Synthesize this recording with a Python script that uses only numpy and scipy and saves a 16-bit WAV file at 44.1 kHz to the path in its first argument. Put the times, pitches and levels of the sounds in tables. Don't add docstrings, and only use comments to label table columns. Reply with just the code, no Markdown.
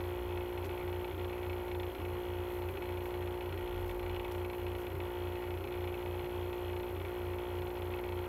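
import sys
import numpy as np
from scipy import signal
from scipy.fft import rfft, irfft
from scipy.io import wavfile
from scipy.ndimage import uniform_filter1d

SR = 44100
rng = np.random.default_rng(int(sys.argv[2]) if len(sys.argv) > 2 else 0)


def put_to_file(sound):
    columns = np.atleast_2d(sound).T
    safe = np.clip(columns, -1, 1)
    whole_steps = np.round(safe * 32767)
    wavfile.write(sys.argv[1], SR, whole_steps.astype(np.int16))


def volts(x):
    e = np.asarray(x, float) / 20
    return 10 ** e


N = 365148
TIME = np.arange(N) / SR

FAN_HZ = 59.63
# (time [s], lead [turns])
FAN_LEAD = [(0.0, -.023), (.2, -.023), (.6, -.053), (1.6, .042), (1.8, .044), (2.2, .042), (2.75, .012),
            (3.6, .088), (4.0, .068), (4.6, .041), (5.0, -.019), (5.4, -.057), (5.6, -.055), (5.85, -.037),
            (6.3, -.047), (6.7, -.08), (7.6, -.085), (8.28, -.009)]
# (multiple of the turning rate, level [dB rms], share that follows the loose bearing [0-1])
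FAN_ORDERS = [(1, -51, 0), (2, -60, .2), (3, -64, 1), (4, -60.5, 1), (5, -59.5, .5), (6, -41.5, 1),
              (7, -54, 1), (8, -55.5, 1), (9, -54, .2), (10, -60.5, 1), (11, -68, .5), (12, -58, .2),
              (13, -59.5, 1), (14, -62.5, 1), (15, -56.5, 1), (16, -60.5, 1), (17, -67.5, .7),
              (18, -67.5, .7), (19, -71, .7), (20, -70, .7), (32, -71, .1), (35, -75, .1), (38, -73, .1),
              (43, -76, .1)]
MOUNT_ORDER, LID_ORDER, LID_LAG_TURNS = 5, 14, .7
PLAY_TURNS, PLAY_HZ = 0.00033, 24
BUZZ_FOLLOWS = 0.14

# (time [s], length [s], flutter [Hz])
STUMBLES = [
    (0.674, 0.021, 26.8),
    (1.15, 0.036, 26.6),
    (1.963, 0.05, 24),
    (2.754, 0.045, 26),
    (3.537, 0.033, 24),
    (4.941, 0.055, 23.5),
    (5.614, 0.055, 24),
    (7.012, 0.064, 24.3),
]
STUMBLE_PLAY_TURNS = .027
STUMBLE_LOSS = .55
STUMBLE_SLACK = .45
FLUTTER_ABOVE_DB, FLUTTER_BELOW_DB, FLUTTER_GLIDE = -45.5, -51, 340

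# (centre [Hz], width [Hz])
PANELS = [(230, 60), (362, 60), (445, 40), (575, 60), (870, 80), (1080, 150), (1410, 200), (2570, 60),
          (4140, 330), (4400, 150)]
PANEL_DB = [-69.5, -56.5, -68, -62.5, -60, -64.5, -61, -68, -72, -100]

# (time [s], peak level [dB])
HARD_KNOCKS = [(.005, -37.6), (.374, -37.2), (.576, -37.2), (1.715, -37.3), (1.799, -35.8), (1.832, -36.4),
               (2.05, -36.7), (2.772, -36.7), (3.525, -36), (3.995, -37.2), (4.163, -36.7), (4.197, -36.9),
               (4.247, -36.2), (4.448, -37.2), (4.499, -36.6), (4.666, -36.9), (4.751, -37.3),
               (4.868, -37.3), (5.003, -37), (5.506, -37.1), (5.641, -36.9), (5.875, -36.2), (6.53, -37.2),
               (7.05, -36.7), (7.385, -36.1), (7.62, -37), (7.821, -37.3), (7.988, -37.1), (8.089, -36.4),
               (8.122, -36.8)]
# (start [s], end [s])
SETTLED = [(.06, .26), (2.07, 2.57), (3.59, 3.85), (5.02, 5.28), (6.3, 6.42), (6.55, 6.68), (7.11, 7.33),
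           (7.42, 7.5)]
USUAL_KNOCK_DB, MISSED_KNOCK_DB, LOOSE_TOP_DB = -43.5, -58, -38
LOOSE_SPREAD, SETTLED_SPREAD = .5, .12
REBOUND, REBOUND_LATE = .7, .3
KNOCK_TURN, KNOCK_GAIN_DB = .285, 28.5
KNOCK_JITTER_S, KNOCK_RISE_S = .00007, .0007

# (centre [Hz], width [Hz])
CASE = [(1915, 130), (2260, 220), (2570, 110), (2950, 260), (3160, 200), (3510, 200), (4150, 140),
        (5200, 300)]
# (after a hard knock [dB], after a soft knock [dB])
CASE_DB = [(-5.5, -2), (-4.5, -11.5), (-1, -6), (-6, -2), (-8, -0.5), (-6.5, -8), (-10.5, -22), (-22, -28)]
CASE_LATE_S = [0, 0, 0, .001, .0015, 0, .002, 0]
# (delay [s], level [dB])
CASE_ECHOES = [
    (.00288, -4),
    (.0047, -5.5),
    (.011, -10),
]
# (centre [Hz], width [Hz], delay [s], level [dB])
LID = [
    (865, 220, 0.00459, -5.5),
    (1300, 750, 0.00427, -29),
]

# (frequency [Hz], level [dB per Hz])
AIR = [(20, -81.5), (60, -81.5), (140, -81.5), (300, -90.5), (500, -83.5), (660, -85.5), (1000, -82.5),
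       (1250, -87), (1750, -90.5), (2400, -87.5), (3500, -100), (3750, -110), (4600, -116)]
RATTLE_ABOVE_HZ, RATTLE_FOLLOWS = 1940, 0.44

SPINDLE_HZ = [
    86.672,
    90.13,
    99.94,
]
SPINDLE_DB = [-47, -48, -69]
IN_STEP_S = 0.0622

# (time [s], peak level [dB], frequency [Hz])
THUMPS = [(0.83, -48, 140), (1.13, -50, 136), (2.134, -47, 133), (2.729, -52, 140), (3.2, -53, 136),
          (3.519, -47, 138), (4.952, -44, 136), (6.25, -45, 135), (7.021, -52, 141), (7.28, -48, 142),
          (7.61, -48, 140), (7.65, -50, 140)]

REFRESH_HZ, REFRESH_S = 59.7615, .0141
# (frequency [Hz], level [dB per line])
SPIKE = [(10500, -104), (10900, -90), (11250, -88), (11470, -94), (11800, -87), (12150, -96), (12450, -94),
         (12970, -80), (13240, -85), (13450, -79), (13900, -78), (14100, -84), (14280, -94), (14500, -92),
         (14850, -106)]
WHINE_HZ = [11152.26, 12609.06, 12847.74, 14304.53]
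WHINE_DB = [-73, -74, -71, -83]
BLANK_HZ, BLANK_S, BLANK_SHARE = 30.015, .0083, .16

# (time [s], firing tone [Hz], level [dB rms])
ENGINE = [(0, 59.7, -52), (.2, 64.7, -44), (.35, 65.7, -56), (.65, 79, -61), (1.15, 78.6, -56),
          (2.5, 79.3, -56), (2.85, 77.5, -57), (3.2, 69.6, -74), (3.5, 46.6, -76), (3.62, 45.3, -50),
          (3.85, 43.7, -45), (4.25, 48, -50), (4.42, 50, -67), (4.6, 54.2, -51), (4.72, 59.6, -69),
          (5.05, 77, -63), (5.8, 85.5, -74), (8.28, 89, -83)]
# (time [s], length [s], level of the dull part around 3.4 kHz [dB], level of the bright part
# around 13 kHz [dB])
RUSTLES = [(0.045, 0.045, -74, -67), (0.656, 0.0098, -61.5, -61), (2.535, 0.045, -72, -61),
           (2.7, 0.021, -76, -65), (3.065, 0.022, -69, -61), (3.809, 0.014, -75, -66),
           (3.89, 0.024, -68, -63), (4.321, 0.0036, -57, -57), (4.364, 0.034, -73, -67),
           (4.557, .04, -83, -66), (4.807, 0.025, -69, -65)]
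# (frequency [Hz], level [dB per Hz])
HISS = [(3000, -108), (5000, -110), (7500, -112), (10000, -112), (11300, -108), (12300, -107),
        (13500, -105), (14800, -110), (16000, -109)]


def in_time(rows):
    s, *columns = np.transpose(rows)
    return [np.interp(TIME, s, c) for c in columns]


def bump(at, length):
    return np.exp(-.5 * ((TIME - at) / length) ** 2)


def resonate(x, hz, width_hz):
    r = np.exp(-np.pi * width_hz / SR)
    poles = [1, -2 * r * np.cos(2 * np.pi * hz / SR), r * r]
    return signal.lfilter([(1 - r * r) / 2, 0, (r * r - 1) / 2], poles, x)


def resonate_twice(x, hz, width_hz):
    return resonate(resonate(x, hz, width_hz), hz, width_hz)


def coloured(spectrum):
    hz, db = np.transpose(spectrum)
    grid = np.fft.rfftfreq(N, 1 / SR) + 1
    gain = volts(np.interp(np.log(grid), np.log(hz), db)) * np.sqrt(SR / 2)
    return irfft(rfft(rng.standard_normal(N)) * gain, N)


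def unit_band(hz, width_hz):
    band = resonate_twice(rng.standard_normal(N), hz, width_hz)
    return band / band.std()


def tones(hz_list, db_list, wave, time):
    return sum(np.sqrt(2) * volts(db) * wave(2 * np.pi * hz * time) for hz, db in zip(hz_list, db_list))


def knock_force(s, chance):
    settled = sum((s > start) & (s < end) for start, end in SETTLED)
    push = np.where(settled, SETTLED_SPREAD, LOOSE_SPREAD) * chance
    push -= STUMBLE_SLACK * sum(abs(s - at) < length for at, length, hz in STUMBLES)
    hard = {np.argmin(abs(s - at)): volts(db - USUAL_KNOCK_DB) - 1 for at, db in HARD_KNOCKS}
    least = volts(MISSED_KNOCK_DB - USUAL_KNOCK_DB) - 1
    most = volts(LOOSE_TOP_DB - USUAL_KNOCK_DB) - 1
    excess = np.zeros(len(s) + 2)
    for k in range(len(s)):
        free = push[k] - REBOUND * (excess[k - 1] + hard.get(k + 1, 0)) - REBOUND_LATE * excess[k - 2]
        excess[k] = hard.get(k, np.clip(free, least, most))
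    return USUAL_KNOCK_DB + 20 * np.log10(1 + excess[:-2])


def panel_hum(part):
    return sum(volts(db) * unit_band(hz, width) for (hz, width), db in zip(PANELS[part], PANEL_DB[part]))


def fan_hum(turns, force_db):
    stumble, flutter = 0, 0
    for s, length, hz in STUMBLES:
        since = TIME - s
        spell = np.exp(-.5 * (since / length) ** 4)
        stumble = stumble + spell
        flutter = flutter + spell * np.exp(2j * np.pi * (hz + FLUTTER_GLIDE / 2 * since) * since)
    sides = volts(FLUTTER_ABOVE_DB) * flutter + volts(FLUTTER_BELOW_DB) * flutter.conj()
    out = np.sqrt(2) * np.real(sides * np.exp(2j * np.pi * 6 * turns))

    shake = (PLAY_TURNS + STUMBLE_PLAY_TURNS * stumble) * unit_band(PLAY_HZ, 42.3)
    knock_turns = np.arange(len(force_db)) + KNOCK_TURN + LID_LAG_TURNS / 2
    buzz = volts(BUZZ_FOLLOWS * np.interp(turns, knock_turns, force_db - USUAL_KNOCK_DB))
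    for k, db, loose in FAN_ORDERS:
        lag = np.arctan(3 * (k - MOUNT_ORDER)) - np.pi / 2
        lid_turns = .19 * np.clip(k - LID_ORDER + 2, 0, 2) + LID_LAG_TURNS * max(k - LID_ORDER, 0)
        lag += 2 * np.pi * lid_turns
        height = np.sqrt(2) * volts(db) * (1 - loose * STUMBLE_LOSS * stumble)
        if k >= LID_ORDER - 2:
            height = height * buzz
        out += height * np.cos(2 * np.pi * k * (turns + loose * shake) - lag)
    return out + panel_hum(slice(0, 6)) + panel_hum(slice(6, None)) * buzz ** 2


def fan_knocks(at, peak_db):
    chance = rng.standard_normal((len(at), len(CASE) + 1))
    hardness = np.clip((peak_db + 44.5) / 5, 0, 1)
    at = at + np.round(SR * (KNOCK_JITTER_S * chance[:, 0] - KNOCK_RISE_S)).astype(int)
    chance[:, 1:] += 2 * uniform_filter1d(chance[:, 1:], size=9, axis=0)

    rings = []
    for k, ((hz, width_hz), (hard_db, soft_db)) in enumerate(zip(CASE, CASE_DB)):
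        ring_db = soft_db + hardness * (hard_db - soft_db) + 1.8 * chance[:, k + 1]
        clicks = np.full(N, 1e-18)
        clicks[at + round(CASE_LATE_S[k] * SR)] = volts(peak_db + ring_db + KNOCK_GAIN_DB)
        ring = resonate(resonate(clicks, hz, width_hz), hz, 800 if k < 3 else 450)
        rings.append(ring * (-1) ** k)
    echoing = sum(rings[:4]) + 0.21 * sum(rings[4:])
    out = sum(rings)
    for delay, db in CASE_ECHOES:
        out = out - volts(db) * np.roll(echoing, round(delay * SR))

    clicks = np.full(N, 1e-18)
    clicks[at] = hardness * volts(peak_db + KNOCK_GAIN_DB)
    for hz, width_hz, delay, db in LID:
        out = out + volts(db + 10.5) * np.roll(resonate_twice(clicks, hz, width_hz), round(delay * SR))
    return out


def fan_air(at, force_db):
    noise = coloured(AIR)
    highpass = signal.butter(2, RATTLE_ABOVE_HZ, "high", fs=SR, output="sos")
    bright = signal.sosfiltfilt(highpass, noise)
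    last = np.clip(np.searchsorted(at, np.arange(N)) - 1, 0, None)
    rattle = uniform_filter1d(volts(RATTLE_FOLLOWS * (force_db[last] - USUAL_KNOCK_DB)), size=90)
    return noise + bright * (rattle - 1)


def fan():
    turns = FAN_HZ * TIME + in_time(FAN_LEAD)[0]
    at = np.searchsorted(turns, np.arange(int(turns[-1])) + KNOCK_TURN)
    force_db = knock_force(TIME[at], rng.standard_normal(len(at)))
    return fan_hum(turns, force_db) + fan_knocks(at, force_db) + fan_air(at, force_db)


def spindles():
    return tones(SPINDLE_HZ, SPINDLE_DB, np.cos, TIME - IN_STEP_S)


def thumps():
    return sum(volts(db) * bump(s, .015) * np.cos(2 * np.pi * hz * (TIME - s)) for s, db, hz in THUMPS)


def refresh_and_whines():
    lines = np.arange(2049) * REFRESH_HZ
    heights = volts(np.interp(lines, *np.transpose(SPIKE), left=-150, right=-150))
    late_s = .0017 * (abs(lines - 12770) < 470)
    cycle = irfft(heights * np.exp(-2j * np.pi * lines * late_s)) * 2048 * np.sqrt(2)
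    place = (TIME - REFRESH_S) * REFRESH_HZ % 1 * 4096
    spikes = np.interp(place, np.arange(4097), np.append(cycle, cycle[0]))

    from_gap = abs(((TIME - BLANK_S) * BLANK_HZ + .5) % 1 - .5)
    gate = uniform_filter1d(1. * (from_gap > BLANK_SHARE / 2), size=60)
    return spikes + gate * tones(WHINE_HZ, WHINE_DB, np.sin, TIME) / (1 - BLANK_SHARE)


def engine():
    hz, db = in_time(ENGINE)
    return np.sqrt(2) * volts(db) * np.sin(2 * np.pi * np.cumsum(hz) / SR)


def paper():
    dull = sum(volts(db) * bump(s, length) for s, length, db, top_db in RUSTLES)
    bright = sum(volts(top_db) * bump(s, length) for s, length, db, top_db in RUSTLES)
    snaps = volts(4.5 * unit_band(120, 200) - 2.5)
    return snaps * (dull * unit_band(3400, 7700) + bright * unit_band(12900, 4500))


def circuit_hiss():
    return coloured(HISS)


def scene():
    computer = fan() + spindles() + thumps() + refresh_and_whines()
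    room = engine() + paper()
    return (computer + room + circuit_hiss())[None]


def roll_off(x):
    return signal.sosfilt(signal.butter(12, 15690, fs=SR, output="sos"), x)


def record(dry):
    return roll_off(dry)


dry = scene()
out = record(dry)
put_to_file(out)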